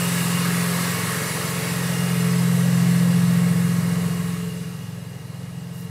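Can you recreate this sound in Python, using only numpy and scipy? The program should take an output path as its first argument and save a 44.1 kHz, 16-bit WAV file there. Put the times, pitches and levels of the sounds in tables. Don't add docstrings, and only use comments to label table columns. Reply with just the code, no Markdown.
import sys
import numpy as np
from scipy import signal
from scipy.fft import rfft, irfft, next_fast_len
from scipy.io import wavfile
from scipy.ndimage import uniform_filter1d, map_coordinates

SR = 44100
rng = np.random.default_rng(int(sys.argv[2]) if len(sys.argv) > 2 else 0)


def volts_from_db(level):
    exponent = np.asarray(level, float) / 20
    return 10 ** exponent


def waveform_to_disk(signal):
    frames = np.transpose(np.atleast_2d(signal))
    scaled = np.clip(frames, -1, 1) * 32767
    samples = np.round(scaled).astype(np.int16)
    wavfile.write(sys.argv[1], SR, samples)


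N = 260171


def unit(x):
    return x / np.sqrt(np.mean(x ** 2) + 1e-20)


def curves(rows):
    s, *cols = np.transpose(rows)
    return [np.interp(np.arange(N) / SR, s, c) for c in cols]


def wobble(rate):
    coarse = np.arange(0, N + 64, 64)
    knots = rng.standard_normal(int(N * 40 / SR) + 4)
    smooth = map_coordinates(knots, [coarse * min(rate, 40) / SR])
    return np.interp(np.arange(N), coarse, smooth)


def noise(spectrum, modes=(), patchy_db=0):
    z = signal.stft(rng.standard_normal(N), nperseg=1024)[2]
    field = uniform_filter1d(rng.standard_normal(z.shape), size=4, axis=0)
    field = uniform_filter1d(field, size=10, axis=1)
    x = signal.istft(z * volts_from_db(patchy_db * unit(field)), nperseg=1024)[1][:N]
    m = next_fast_len(N + 8192)
    hz = np.fft.rfftfreq(m, 1 / SR)
    f, db = np.transpose(spectrum)
    gain_db = np.interp(np.log(hz + 1), np.log(f + 1), db, left=-120, right=-120)
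    gain_db += sum(lift_db * np.exp(-2 * ((hz - c) / width) ** 2) for c, width, lift_db in modes)
    return unit(irfft(rfft(x, m) * volts_from_db(gain_db), m)[:N])


def ramp(t, start_s, length_s):
    return np.sin(np.pi / 2 * np.clip((t - start_s) / length_s, 0, 1)) ** 2


# time_s, level_db
AWAY_LOSS = [
    (0, -0.5),
    (.45, -1.3),
    (.8, -0.26),
    (1.35, -1.35),
    (2.15, -4),
    (3.1, -5.5),
    (4, -8),
    (5.9, -9),
]
# bay_level_db, distance_share, behind_door_db, footwell_db
HEARD = dict(drone=(-33.5, 0.46, -9, -0.5), whirr=(-31, 0.8437, -8.5, -3.5), rush=(-33, 1.16, -4, -5.5),
         hiss=(-32, 1.12, -5.5, -6.5), low=(-40, 0.46, 1, 1.3), uneven=(-38, .01, -3, -4.5),
         hum=(-42.5, 0.2, -0.3, -17), pulley=(-44.5, 0.3, -2.5, -7.5), fan=(-51, 0.2, -0.5, 2.5),
         intake=(-52, 1, 8, -22), weak=(-.3, .01, .3, .3), third=(-.1, 0.053, .1, .1),
         diffuse=(-36, 0, -2.5, .1))
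# time_s, half_width_s, lift_db
EXHAUST_SPOTS = dict( low=[(0, 0.18, 2), (1, .14, 6.5), (1.5, .2, 1), (2.1, .2, -7), (3.3, 0.57, 7.5),
                 (4, 0.44, 7.5), (5, .15, 3.5), (5.6, .13, -6)], uneven=[(0, 0.26, -7), (.75, 0.18, -13),
                 (2.4, .1, -9), (3.2, .15, 2.5), (3.7, 0.63, 4.5), (4.4, .1, -5)], third=[(.25, .5, -1.5),
                 (2.55, 0.32, 2), (4.2, 0.32, -2)], weak=[(.35, .4, 1.5), (3.75, .45, 3.5)])
# time_s, half_width_s, lift_db
BAY_SPOTS = dict( hum=[(.08, .15, -13), (.8, 0.18, -4), (1.2, 0.089, 4.5), (1.76, 0.21, 3.5),
             (2.28, 0.13, 8), (3.25, .2, -0.5), (4.5, .15, 1.5), (5.9, .08, 13)], pulley=[(.02, 0.051, 6),
             (.32, 0.27, 8), (2.08, 0.19, 6.5), (2.35, 0.11, -6), (5.85, .1, 5)], fan=[(1.4, .4, 4),
             (2.2, .55, 6), (4.15, .45, 8.5)], intake=[(.3, .75, 9)], whirr=[(.9, 0.6, 1.5)],
             drone=[(2.9, 0.66, 1.1), (4.1, .2, -1)], hiss=[(.15, .25, 1.3)])
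DOOR_S, DOOR_LASTS_S = 4.06, 0.6
SINK_S, SINK_LASTS_S = 4.42, 0.78


def heard(name):
    near_db, share, door_db, sink_db = HEARD[name]
    t = np.linspace(0, N / SR, 2000)
    spots = {**EXHAUST_SPOTS, **BAY_SPOTS}.get(name, ())
    spots_db = sum(lift_db * np.exp(-((t - s) / width_s) ** 2) for s, width_s, lift_db in spots)
    shade_db = door_db * ramp(t, DOOR_S, DOOR_LASTS_S) + sink_db * ramp(t, SINK_S, SINK_LASTS_S)
    away_db = share * np.interp(t, *np.transpose(AWAY_LOSS))
    return curves(np.transpose([t, near_db + away_db + shade_db + spots_db]))[0]


# time_s, speed_rpm
IDLE = [(0, 872), (.5, 868.2), (.8, 871.7), (1.2, 878.7), (1.6, 874.2), (2, 870.6), (2.3, 869.8),
        (2.6, 871.7), (3.2, 874.2), (3.6, 870.8), (4, 872.4), (4.4, 869.7), (4.6, 871), (5.2, 872.8),
        (5.6, 868.6), (5.9, 872)]


def cycle():
    return 2 * np.pi * np.cumsum(curves(IDLE)[0] / 120) / SR


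# start_s, length_s, level_db
RUSTLE = [
    (5.73, 0.14, -51),
]


def cloth():
    t = np.arange(N) / SR
    shape = 0
    for start_s, length_s, level_db in RUSTLE:
        progress = np.clip((t - start_s) / length_s, 0, 1)
        shape = shape + volts_from_db(level_db) * np.sin(np.pi * progress) ** .35
    brush = noise([(2000, -30), (5000, -6), (12000, 0), (15800, -5), (17000, -30)])
    return shape * volts_from_db(1.5 * wobble(35)) * brush


def fan():
    return np.sqrt(2) * volts_from_db(heard('fan')) * np.cos(11.965 * cycle() + 4.04)


# frequency_hz, level_db
PULLEY = [(2600, -60), (2760, -12), (2815, 0), (2865, -1), (2910, -12), (3100, -60)]


def pulley():
    jolt_db = 0.98 * np.cos(3 * cycle() - 2.2)
    return volts_from_db(heard('pulley') - 2.0 + jolt_db) * noise(PULLEY, patchy_db=-1.0)


# frequency_hz, level_db
DRONE = [(150, -32), (210, 0.5), (330, -5.5), (380, -4.5), (430, 0), (520, -1.5), (760, -7), (900, -6),
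         (1100, -24)]
WHIRR = [(700, -40), (900, -3), (1100, 1), (1420, -2), (1700, 0), (2150, 0), (2350, -7.5), (2600, -30)]
RUSH = [(2150, -44), (2400, 3.5), (2750, 4.5), (3000, 0.5), (3400, -0.5), (3900, 1.5), (5000, 0.5),
        (6200, -1), (7000, -2.5), (7500, -44)]
HISS = [(6500, -38), (7000, -3.5), (8000, 0), (10800, -1), (11800, -3), (13800, -4.5), (15600, -12),
        (16500, -20)]
# frequency_hz, width_hz, lift_db
COVERS = [(1090, 49, 3), (1280, 125, 3), (1473, 47, 0), (1682, 30, 5), (2230, 27, 5.5)]
PIPES = [(4100, 38, 2.2), (4800, 97, 1.8), (7030, 64, 1.9), (7380, 95, 2.8), (7650, 50, 8.7),
         (8050, 170, 3.8), (8500, 120, 1), (10780, 240, 2.5)]


def bay():
    drone_db, whirr_db, rush_db, hiss_db = map(heard, ('drone', 'whirr', 'rush', 'hiss'))
    beat = np.cos(6 * cycle() + 1.2)
    shared = wobble(9)
    drone = volts_from_db(drone_db - 2.0 + 0.19 * beat) * noise(DRONE, patchy_db=1.16)
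    whirr = volts_from_db(whirr_db - 1.5 + 0.3 * beat + 0.34 * shared) * noise(WHIRR, COVERS, patchy_db=1.3)
    rush = volts_from_db(rush_db + 0.21 * beat + 0.35 * shared) * noise(RUSH, PIPES, patchy_db=1.34)
    hiss = volts_from_db(hiss_db + 0.11 * beat + 0.17 * shared) * noise(HISS, PIPES, patchy_db=1.7)
    return drone + whirr + rush + hiss


# frequency_hz, level_db
WHINES = [(1088, -15), (1132, -16), (1274, -17), (1657, -16), (1886, -13), (1930, -15), (2204, -17),
          (3942, -26), (3985, -27), (10090, -26), (10132, -26)]


def blower():
    hum = np.sqrt(2) * volts_from_db(heard('hum')) * np.sin(cycle() * 60 + 0.37 * wobble(10))
    speed = curves(IDLE)[0] / 872
    turns = 2 * np.pi * np.cumsum(speed) / SR
    whine = 0
    for f, lift_db in WHINES:
        whine = whine + volts_from_db(lift_db + 3.5 * wobble(4)) * np.sin(f * turns + .9 * wobble(14))
    return hum + volts_from_db(heard('whirr')) * whine


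# frequency_hz, level_db
RUMBLE = [(20, -40), (40, -24), (60, -16.5), (80, -29), (105, -3.5), (150, -2), (185, -1), (210, -13),
          (260, -18), (400, -60)]
WEAK_ORDERS = [16, 30, 33, 36, 42, 48, 63, 72]
# start_db, door_db
WEAK_LEVELS = [(-61, -65), (-50.5, -73), (-67, -68), (-51.5, -58), (-52.5, -60.5), (-56, -65),
               (-52.5, -57.5), (-53, -69)]
# time_s, path_m
DETOUR = [(0, -.15), (.45, .21), (.8, .15), (1.2, -0.28), (1.6, 0.22), (2, 0.33), (2.4, .33), (2.85, -.1),
          (3.2, -.13), (4.4, -.005), (5.9, 0.07)]
# time_s, level_db
BOOM = [(0, -24.5), (.6, -23), (.85, -25.5), (1.25, -33.5), (1.45, -32.5), (2.2, -21.5), (3, -17.5),
        (3.5, -19), (4.4, -27), (4.8, -36.5), (5, -37), (5.2, -42.5), (5.6, -36), (5.9, -35.5)]
THIRD_LEAD_S, THIRD_DB = 0.13, -6.5
FIRING, MISMATCH, LAZY = 3.41, .085, 4.571


def exhaust():
    angle = cycle()
    low_db, uneven_db, boom_db = heard('low'), heard('uneven'), curves(BOOM)[0]
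    early_db = curves([(s - THIRD_LEAD_S, db + THIRD_DB) for s, db in BOOM])[0]
    third_power = volts_from_db(2 * early_db) + volts_from_db(2 * heard('diffuse'))
    third_db = heard('third') + 10 * np.log10(third_power)

    def order(k, at, db, drift):
        level = np.sqrt(2) * volts_from_db(db + drift * wobble(5))
        return level * np.cos(k * (angle - at) - .55 + .3 * drift * wobble(2.5))

    even = order(18, FIRING, third_db, .3) + order(24, FIRING, boom_db, .3)
    late = np.gradient(angle) * SR * curves(DETOUR)[0] / 343
    odd = order(15, MISMATCH + late, low_db, .4) + order(21, MISMATCH + late, uneven_db, .6)
    upper = order(57, FIRING, heard('intake'), 1.5) - order(27, MISMATCH + late, -49.5, 1.5)
    lazy = order(22, LAZY + late, uneven_db, .6) + order(23, LAZY, uneven_db - 8, 1.2)
    hiss_db = heard('hiss')
    hidden = np.clip((hiss_db[0] - 9.0 - hiss_db) / 9, 0, 1)
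    weak = 0
    for k, (near_db, far_db) in zip(WEAK_ORDERS, WEAK_LEVELS):
        level_db = near_db + hidden * (far_db - near_db) + heard('weak')
        weak = weak + order(k, FIRING, level_db, k / 28)
    rumble = volts_from_db(0.59 * uneven_db - 19.0) * noise(RUMBLE, patchy_db=3.5)
    return even + odd + upper + lazy + weak + rumble


def scene():
    return np.tile(cloth() + fan() + pulley() + bay() + blower() + exhaust(), (2, 1))


# frequency_hz, threshold_db
GATE = [(1200, -80), (2000, -14), (3000, -9.5), (6000, -9.5), (11000, -7.5), (14000, -5), (15700, -2.5)]


def camera(x):
    hz, _, z = signal.stft(x, SR, nperseg=2048)
    power = np.abs(z) ** 2
    near = uniform_filter1d(power, size=4, axis=0)
    around = uniform_filter1d(uniform_filter1d(power, size=25, axis=0), size=5, axis=1)
    threshold = volts_from_db(2 * np.interp(hz, *np.transpose(GATE)))[:, None]
    kept = (near > around * threshold) & (hz < 15740)[:, None]
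    return signal.istft(z * kept, SR, nperseg=2048)[1][:N]


# start_s, lower_edge_hz
SWAPS = [(.053, 8230), (.146, 8180), (.819, 13030), (1.144, 9580), (1.283, 5300), (1.376, 8250),
         (1.469, 5140), (1.469, 7560), (1.469, 10980), (1.701, 6240), (1.701, 8200), (1.933, 7900),
         (2.212, 5600), (2.212, 8170), (2.305, 4500), (2.398, 4180), (2.746, 4600), (2.746, 6850),
         (2.746, 9580), (3.28, 5620), (3.373, 13720), (4.325, 14000), (4.488, 10270), (4.673, 14380),
         (4.929, 6240), (4.929, 13090), (5.022, 4700)]
SWAP_WIDTH_HZ, SWAP_DB = 1450, -8
FIRST_FRAME = 273


def swapped():
    side, n = np.zeros(N + 2048), np.arange(2048) + .5
    hiss_db = heard('hiss') + SWAP_DB
    colour = np.transpose([(5000, -3.0), (9500, -1.5), (13000, -4), (15900, -10)])  # Hz, dB
    for s, lo_hz in SWAPS:
        hi_hz = lo_hz + SWAP_WIDTH_HZ
        db = hiss_db[round(s * SR)] + np.interp(hi_hz, *colour)
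        bins = np.arange(round(lo_hz / SR * 2048), round(hi_hz / SR * 2048)) + .5
        cosines = np.cos(np.pi / 1024 * np.outer(n + 512, bins))
        band = cosines @ rng.standard_normal(1024)[:len(bins)]
        start = FIRST_FRAME + 1024 * (round((s * SR - FIRST_FRAME) / 1024) - 1)
        side[start:][:2048] += volts_from_db(db) * unit(band) * np.sin(np.pi * n / 2048)
    return side[:N] * [[1], [-1]]


def low_pass(x):
    return signal.sosfilt(signal.butter(12, 15790, fs=SR, output="sos"), x)


def record(dry):
    mix = camera(dry[0]) + swapped()
    return low_pass(mix)


dry = scene()
out = record(dry)
waveform_to_disk(out)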